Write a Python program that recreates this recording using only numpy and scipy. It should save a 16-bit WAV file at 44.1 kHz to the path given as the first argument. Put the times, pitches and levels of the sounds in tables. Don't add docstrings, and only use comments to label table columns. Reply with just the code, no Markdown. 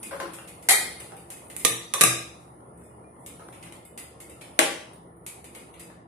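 import sys
import numpy as np
from scipy import signal
from scipy.fft import rfft, irfft, next_fast_len
from scipy.io import wavfile
from scipy.ndimage import uniform_filter1d

SR = 44100
rng = np.random.default_rng(int(sys.argv[2]) if len(sys.argv) > 2 else 0)


def volts(x):
    e = np.asarray(x, float) / 20
    return 10 ** e


def generate_wav(signal):
    frames = np.transpose(np.atleast_2d(signal))
    scaled = np.clip(frames, -1, 1) * 32767
    pcm = np.round(scaled).astype(np.int16)
    wavfile.write(sys.argv[1], SR, pcm)


N = 267687
TAIL = 32768
UTENSIL_LAG, POT_LAG = 15, 4
RACK_PAN_DB = 3

# [f/Hz, density/dB per Hz]
LIGHT_STEEL = [(300, -8.5), (1200, -11), (1700, -12), (2100, -2.5), (3200, -8), (5500, -12.5), (7500, 0.5),
               (9800, 6), (12000, -2.5), (14500, -10), (15800, -48.5)]


def unit(x):
    return x / np.sqrt(np.mean(x ** 2) + 1e-20)


def along(points, hz):
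    f, v = np.transpose(points)
    return np.interp(np.log(hz + 1), np.log(f + 1), v)


def curve(rows):
    return np.interp(np.arange(N) / SR, *np.transpose(rows))


def pair(mid, side, alike, hz):
    turn = np.arccos(np.clip(along(alike, hz), -1, 1)) / 2
    middle, edge = np.cos(turn) * mid, np.sin(turn) * side
    return np.array([middle + edge, middle - edge])


def noise(gain, alike, patchy_db):
    z = signal.stft(rng.standard_normal((2, N)), nperseg=512)[2]
    patches = uniform_filter1d(rng.standard_normal(z.shape[1:]), 4, 0)
    patches = uniform_filter1d(patches, 10, 1)
    patchy = signal.istft(z * volts(patchy_db * unit(patches)), nperseg=512)[1]
    size = next_fast_len(N + 8192)
    hz = np.fft.rfftfreq(size, 1 / SR)
    mid, side = rfft(patchy, size) * gain(hz)
    return unit(irfft(pair(mid, side, alike, hz), size)[:, :N])


def flame():
    # [t/s, level/dB]
    strength = [(0, -46), (.65, -47.5), (.83, -45), (1.28, -48), (1.5, -47.5), (2.1, -48.5), (2.3, -48.5),
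                (3.16, -48.5), (3.55, -47), (3.96, -50), (4.58, -47.5), (5.02, -49.5), (5.7, -48),
                (6.07, -51.5)]
    return curve(strength)


def burner(flame_db):
    # [f/Hz, density/dB per Hz]
    rush = [(15, -81), (25, -46), (57, -14), (178, -7), (271, -9), (300, -7), (884, -11), (1430, -19),
            (1550, -33.5), (1750, -22.5), (2180, -30), (2410, -53), (3000, -54.5), (3900, -69),
            (6600, -120)]
    # [f/Hz, likeness/-1..1]
    rush_alike = [(60, 0.95), (150, 1), (380, 0.8), (940, -0.36), (2370, -0.02), (5940, -0.13),
                  (14900, -0.04)]
    return volts(flame_db - 2.0) * noise(lambda hz: volts(along(rush, hz)), rush_alike, patchy_db=2.0)


def room_boom():
    # [f/Hz, width/Hz, level/dB rms]
    boom = [(71.6, 14, -63), (121.6, 24, -60.5), (172.2, 5.1, -61), (338.7, 16, -62), (479.7, 16, -66.5)]
    out = np.zeros((2, N))
    for centre, width, db in boom:
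        out += volts(db) * noise(lambda hz: 1 / (1 + ((hz - centre) / width * 2) ** 2),
                               [(100, 0.93)], patchy_db=-0.5)
    return out


def gas_jet(flame_db):
    # [f/Hz, density/dB per Hz]
    hiss = [(1500, -66), (2200, -19), (4000, -28.5), (7500, -29), (8500, -26), (8900, -9.5), (9800, -3),
            (10700, -13.5), (11200, -29), (14000, -21), (15500, -52)]
    mean_db, swing = -60, 4.9
    level_db = mean_db + swing * (flame_db - flame_db.mean())
    return volts(level_db) * noise(lambda hz: volts(along(hiss, hz)), [(9000, 0.002)], patchy_db=1.5)


def simmer(per_second=60, pitch_hz=550, level_db=-56):
    count = round(per_second * N / SR)
    when = rng.random(count)
    size = np.minimum(rng.exponential(1, count), 3.5)
    side_db = rng.normal(0, 1.4, count)
    hz = pitch_hz * np.exp(.5 * rng.standard_normal((count, 1)))
    cycles = hz * np.arange(2048) / SR
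    tones = np.sin(2 * np.pi * cycles * (1 + 0.0068 * cycles))
    pops = tones * np.exp(-cycles / 2.6) * (1 - np.exp(-cycles / 0.7))
    at = (when * N).astype(int)[:, None] + np.arange(2048)
    gains = volts(level_db + 3.2 * size + np.outer([.5, -.5], side_db))
    return np.array([np.bincount(at.ravel(), (g[:, None] * pops).ravel(), N + 2048)[:N] for g in gains])


def causal(gain_db):
    c = irfft(np.log(volts(np.maximum(gain_db, -90))))
    c[1:TAIL // 2] *= 2
    c[TAIL // 2 + 1:] = 0
    return np.exp(rfft(c))


def crack(t60, colour):
    t = np.arange(TAIL) / SR
    burst = rfft(rng.standard_normal(TAIL) * volts(-60 * t / t60))
    size = np.abs(burst)
    chance_db = 20 * np.log10(np.hypot(size, .2 * size.mean()))
    colour_db = along(colour, np.fft.rfftfreq(TAIL, 1 / SR))
    x = irfft(burst * causal(colour_db - chance_db))
    x *= volts(-10 * t / t60)
    return x / np.abs(x).max()


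def ring(modes):
    t = np.arange(TAIL) / SR
    onset = 1 - np.exp(-t / 0.001)
    out = np.zeros(TAIL)
    for hz, db, t60 in modes:
        luck, phase = rng.standard_normal(2)
        out += volts(db + 2 * luck - 60 * t / t60) * np.sin(2 * np.pi * hz * t + phase) * onset
    return out


def room():
    # [f/Hz, t60/s]
    decay = [(100, 0.18), (260, 0.66), (700, 0.5), (1840, 0.52), (4850, 0.6), (9000, 0.42), (12800, 0.38)]
    # [f/Hz, likeness/0..1]
    room_alike = [(100, .97), (250, .93), (400, .7), (700, .25), (1500, .15), (15000, 0)]
    hz, t, z = signal.stft(rng.standard_normal((2, TAIL)), SR, nperseg=256)
    fading = z * volts(-60 * t / along(decay, hz)[:, None])
    tail = signal.istft(fading, SR, nperseg=256)[1][:, :TAIL]
    tail = tail * (1 - np.exp(-(np.arange(TAIL) / SR / 0.00071) ** 2))
    return pair(*rfft(tail), room_alike, np.fft.rfftfreq(TAIL, 1 / SR)) / np.linalg.norm(tail[0])


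def standing():
    # [f/Hz, level/dB, t60/s]
    room_notes = [(124, -32.5, .5), (172.2, -33.5, 0.6), (274, -36, 0.53), (334.4, -31.5, 0.53),
                  (403.5, -36, .45), (463, -35, 0.44), (551, -34, 0.4)]
    t = np.arange(TAIL) / SR
    return rfft(sum(volts(db - 18.5 - 60 * t / t60) * np.sin(2 * np.pi * hz * t) for hz, db, t60 in room_notes))


def add(out, s, peak_db, pan_db, room_db, x, lag):
    # [f/Hz, level/dB]
    ports = [(100, -3.5), (300, 1.4), (1500, 3.5), (4000, 0.5), (12000, -0.5)]
    hz = np.fft.rfftfreq(TAIL, 1 / SR)
    side = np.array([[.5], [-.5]])
    late = np.array([[max(lag, 0)], [max(-lag, 0)]])
    direct = volts(np.clip(pan_db, -14, 8) * side) * np.exp(-2j * np.pi * hz / SR * late)
    answer = volts(room_db) * (room() + standing())
    heard = irfft(rfft(x) * volts(along(ports, hz) * side) * (direct + answer))
    heard *= np.cos(np.linspace(0, np.pi / 2, TAIL)) ** .5
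    start = round(s * SR)
    out[:, start:start + TAIL] += volts(peak_db) * heard


def clinks(out):
    # [t/s, peak/dB, room/dB, brightness/dB]
    clink_events = [(0.0289, -31, 14.5, -2), (0.3341, -29.5, 11, -3.5), (0.475, -37.5, 14, -4.5),
                    (0.626, -35.5, 10.5, -3), (0.9997, -29, 12, -4.5), (1.1657, -34.5, 8.5, -4),
                    (1.3027, -28.5, 8.5, -2.5), (1.3706, -37, 9, -4), (1.469, -42, -5, -4.5),
                    (1.5, -29.5, 9, -5), (1.5954, -27.5, 12, -2), (2.405, -50, 10.5, 1.5),
                    (2.775, -45, 6.5, 9), (2.836, -45, 13, 12), (3.202, -50, 9.5, 11.5),
                    (3.262, -28, 8, -2.6), (3.5253, -42.5, 15, -8), (3.626, -39, 15.5, -7),
                    (3.7237, -30, 4, -6), (3.8515, -36, 8.5, 29), (3.9761, -28, 11.5, -3),
                    (4.202, -34, 11.5, -3.1), (4.2976, -31, 6.5, -3), (4.4113, -38, 16.5, -8),
                    (4.9334, -41.5, -1, 5), (5.2641, -25.5, 7.5, -1.5), (5.443, -32, 7.5, -5),
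                    (5.5486, -35.5, 13.5, -5.5), (5.741, -33.5, 4.5, -8.5), (5.7951, -34, 13.5, -3.5)]
    # [f/Hz, level/dB, t60/s]
    clink_modes = [(2081, 3, 0.026), (2490, -10, 0.18), (2840, -20.5, 0.46), (3590, -15, 0.15),
                   (5030, -2, 0.018), (7650, -7.5, 0.016), (9440, -14, 0.039), (10200, -6, 0.084),
                   (13100, -7, .05)]
    body_db, edge_db = -2.5, 0
    hz = np.fft.rfftfreq(TAIL, 1 / SR)
    for s, db, room_db, bright_db in clink_events:
        tilt = [(3500, body_db - bright_db), (5500, 0.0047), (7500, edge_db + bright_db)]
        colour_db = along(LIGHT_STEEL, hz) + along(tilt, hz)
        modes = [(f * (1 + .03 * rng.standard_normal()), level, t60) for f, level, t60 in clink_modes]
        x = crack(.014, np.transpose([hz, colour_db])) + volts(-23) * ring(modes)
        add(out, s, db, RACK_PAN_DB, room_db, x, UTENSIL_LAG)


def dull_contact(pitch_hz, t60):
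    # [f/Hz, density/dB per Hz]
    dull = [(150, -31), (500, -7), (1500, -8.5), (2600, -19), (3500, -21.5), (15000, -30.5)]
    return ring([(pitch_hz, 0, t60)]) + volts(5.0) * crack(.5 * t60, dull)


def knocks(out):
    # [t/s, peak/dB, left-right/dB, pitch/Hz]
    knock_events = [(0.111, -35, .1, 1600), (.116, -39.5, 4, 567), (.128, -46.5, 5, 435),
                    (0.131, -32, -1, 1094), (0.201, -29.5, 7, 1030), (.201, -35, 7, 545),
                    (.2, -32, -5, 2760), (.217, -40, -5, 344.4), (.387, -36, 9, 2720), (.44, -57, -3, 760),
                    (1.02, -54, 7, 1920), (1.12, -44, -12, 784), (1.701, -48, 2.5, 124),
                    (1.942, -30, 8, 1134), (2.051, -40.5, 2, 124), (3.66, -46, -5, 2900),
                    (3.396, -43.5, -3, 1267), (4.602, -49.5, 1.5, 167), (5.901, -48.5, 2, 1730),
                    (2.045, -43, 0, 169.6)]
    longest_t60, damped_hz = 0.14, 800
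    for s, db, pan_db, pitch in knock_events:
        t60 = longest_t60 / (1 + (pitch / damped_hz) ** 2)
        add(out, s, db, pan_db, 6.5, dull_contact(pitch, t60), POT_LAG)


def blows(out):
    # [t/s, peak/dB, left-right/dB, crack t60/s]
    blow_events = [(0.6872, -2.5, 0, 0.026), (0.6901, -6, 11.5, 0.0066), (0.6947, -4, 7, 0.015),
                   (.7074, -7, 7, 0.053), (1.5646, -22, -12.5, 0.015), (1.6492, -3, -14, 0.019),
                   (1.6515, -10.5, -9.5, 0.018), (1.9382, -6, -9.5, .007), (2.0101, 2.1, -2, 0.029),
                   (2.0142, -1, -7.5, 0.031), (2.0357, 0.4, 7.5, 0.034), (4.5903, 0.4, 0.7, 0.038)]
    struck = [0, 0, 0, 0, 4, 1, 1, 1, 2, 2, 2, 3]
    # [f/Hz, density/dB per Hz]
    lid = [(88, -49), (150, -56), (300, -14), (653, -8), (800, 4), (1060, -13.5), (1400, -9.5), (2050, 0.5),
           (2700, -11.5), (3900, -6), (5800, -11), (10000, 1.5), (13600, -12), (15300, -71)]
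    spoon = [(88, -39), (150, -14.5), (338, -6.5), (373, -15), (470, -2.5), (926, -13), (1210, -7.5),
             (1470, -24.5), (1790, -1.5), (3200, -6.5), (3660, -2.5), (4710, -10), (10000, 0.5),
             (13900, -12.5), (15300, -71)]
    pan = [(47, -62.5), (80, -31), (116, -12.5), (334, -11.5), (690, -5), (919, -19), (1200, -16),
           (1430, -13.5), (2530, -2.5), (3200, -15), (3750, -3), (4450, -17.5), (4900, -11), (10100, -2.5),
           (14000, -18.5), (15300, -54)]
    pot = [(88, -64), (150, -20), (225, -17), (332, -12.5), (508, -3), (549, -1), (706, -8), (824, -5.5),
           (1210, -14), (1310, -7), (2010, -5.5), (3100, -8), (4890, -17), (10000, -10), (13400, -24),
           (15300, -93.5)]
    # [f/Hz, level/dB, t60/s]
    lid_modes = [(803, -3, .09), (1262, -7, .12), (1934, 1, .17), (2107, 3, .17), (2432, -3, .12),
                 (3200, -8, .12), (3748, -9, .15), (4158, -6, .17), (4544, -7, .12), (7105, -7, .14),
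                 (7914, -6, .1), (8483, -5, .2), (9697, -3, .12), (10300, -3, .08)]
    spoon_modes = [(466, -8.5, .07), (1214, -1, .08), (1794, -10.5, 0.16), (2480, -7, 0.089),
                   (3531, -8.5, 0.23), (3640, -18.5, .22), (3770, -5, 0.2), (4010, -15.5, 0.16),
                   (5970, 0, 0.074), (6730, -9, 0.025), (7600, 2, .04), (8860, 8, .02), (9450, 5.5, 0.035),
                   (10700, 9.5, 0.031)]
    pan_modes = [(337.5, -12.5, .15), (1180, 1.5, 0.084), (1241, -5.5, 0.13), (1620, -3.5, .12),
                 (2048, -8.5, .03), (2450, -8.5, 0.17), (3686, -4.5, 0.11), (3770, -12, .1),
                 (3900, -7.5, 0.22), (5470, -13, .1), (6670, -9, .08), (7300, -8, .06), (9200, 0, .07),
                 (10150, -3, 0.069)]
    pot_modes = [(342, -13.5, 0.13), (405, -19, 0.18), (476, -22, 0.13), (561.6, -6.5, 0.15),
                 (630, -8, .12), (795, -12.5, 0.25), (1078, -25.5, 0.094), (1158, -0.5, 0.055),
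                 (1998, -11.5, 0.14), (2030, -12.5, .1), (2190, -10, 0.093), (2600, -13, 0.082),
                 (3300, -10, 0.085), (2950, -13.5, 0.041)]
    fork_modes = [(7900, -3, .03), (9500, -4, .04), (10400, 0, .04), (12000, 2, .045), (13300, -3, .05)]
    object_room_db = [6, 2, 0.2, -0.6, 5]
    object_ring_db = [-26.5, -25.5, -25.5, -17, -17.5]
    object_lag = [6, 2, 30, -22, 2]
    colours = [lid, spoon, pan, pot, LIGHT_STEEL]
    modes = [lid_modes, spoon_modes, pan_modes, pot_modes, fork_modes]
    for (s, db, pan_db, t60), k in zip(blow_events, struck):
        x = crack(t60, colours[k]) + volts(object_ring_db[k]) * ring(modes[k])
        add(out, s, db, pan_db, object_room_db[k], x, object_lag[k])


def tinks(out):
    # [t/s, peak/dB]
    tink_events = [
        (1.4447, -56),
        (1.4811, -53),
        (4.9331, -57),
        (5.0723, -70),
        (5.1646, -63),
    ]
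    # [f/Hz, level/dB, t60/s]
    ladle_modes = [(8700, -8, 0.032), (9200, 9, .05), (10200, -2, 0.058), (12600, -10, .06),
                   (14100, -4.5, .1)]
    for s, db in tink_events:
        add(out, s, db, RACK_PAN_DB, 3, ring(ladle_modes), UTENSIL_LAG)


def taps(out):
    # [t/s, peak/dB, pitch/Hz]
    tap_events = [
        (2.479, -53.5, 660),
        (2.539, -61, 590),
        (2.605, -54.5, 560),
        (2.606, -60, 1014),
        (2.814, -51.5, 930),
        (2.821, -49.5, 514),
        (2.821, -56, 1560),
        (3.165, -57, 653),
        (3.487, -37, 753),
        (3.488, -41, 2020),
    ]
    for s, db, pitch in tap_events:
        add(out, s, db, 0, -6, dull_contact(pitch, .025), POT_LAG)


def pot_tones(out):
    # [t/s, peak/dB, pitch/Hz, t60/s]
    ring_events = [
        (3.04, -62, 2400, .12),
        (3.215, -60, 2050, .06),
        (3.396, -47, 1250, .06),
        (3.415, -53, 1330, .12),
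        (3.64, -58, 3050, .12),
        (3.665, -56, 2080, .08),
        (3.67, -57, 2950, .1),
        (3.72, -55, 3000, .06),
        (4.15, -58, 1070, .3),
    ]
    for s, db, pitch, t60 in ring_events:
        add(out, s, db, 0, -2, ring([(pitch, 0, t60)]), POT_LAG)


def scene():
    flame_db = flame()
    contacts = np.zeros((2, N + TAIL))
    for source in (clinks, knocks, blows, tinks, taps, pot_tones):
        source(contacts)
    background = burner(flame_db) + room_boom() + gas_jet(flame_db)
    return contacts[:, :N] + simmer() + background


def starved(x):
    # [f/Hz, level/dB]
    under_neighbours = [(1200, -30), (2000, -8), (2800, -4.5), (4300, -1), (7200, -.5), (8400, -8),
                        (10500, -8), (11500, -1), (14000, -1)]
    # [f/Hz, level/dB per bin]
    faint = [(1500, -140), (2500, -105), (8000, -106), (10800, -112), (11300, -97), (14200, -95),
             (14500, -40)]
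    hz, _, z = signal.stft(x, SR, window="cosine", nperseg=2048)
    power = np.mean(np.abs(z) ** 2, 0)
    local = uniform_filter1d(uniform_filter1d(power, size=2, axis=1), size=4, axis=0)
    level_db = 10 * np.log10(np.abs(local) + 1e-20)
    near_db = 10 * np.log10(np.abs(uniform_filter1d(power, size=64, axis=0)) + 1e-20)
    mask_db = np.maximum(near_db + along(under_neighbours, hz)[:, None], along(faint, hz)[:, None])
    wander = uniform_filter1d(rng.standard_normal((len(hz) // 6 + 1, z.shape[2])), size=4, axis=1)
    margin_db = level_db - mask_db - 4.2 * unit(wander)[np.arange(len(hz)) // 6]
    treble_db = 10 * np.log10(power[hz > 3000].sum(0) + 1e-20)
    rise_db = np.diff(treble_db, prepend=0)
    onset = (rise_db > 4) | (np.roll(rise_db, 1) > 11)
    attack = np.where(hz[:, None] > 14400, rise_db > 14, onset)
    keep = np.where(attack, 1, np.clip(margin_db + .5, 0, 1))
    return signal.istft(z * keep, SR, window="cosine", nperseg=2048)[1][:, :N]


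def roll_off(x):
    return signal.sosfilt(signal.butter(12, 15480, fs=SR, output="sos"), x)


def record(dry):
    x = signal.sosfilt(signal.butter(3, 52, "high", fs=SR, output="sos"), dry)
    x = x / (1 + np.abs(x / .88) ** 8) ** (1 / 8)
    mix = starved(x)
    return roll_off(mix)


dry = scene()
out = record(dry)
generate_wav(out)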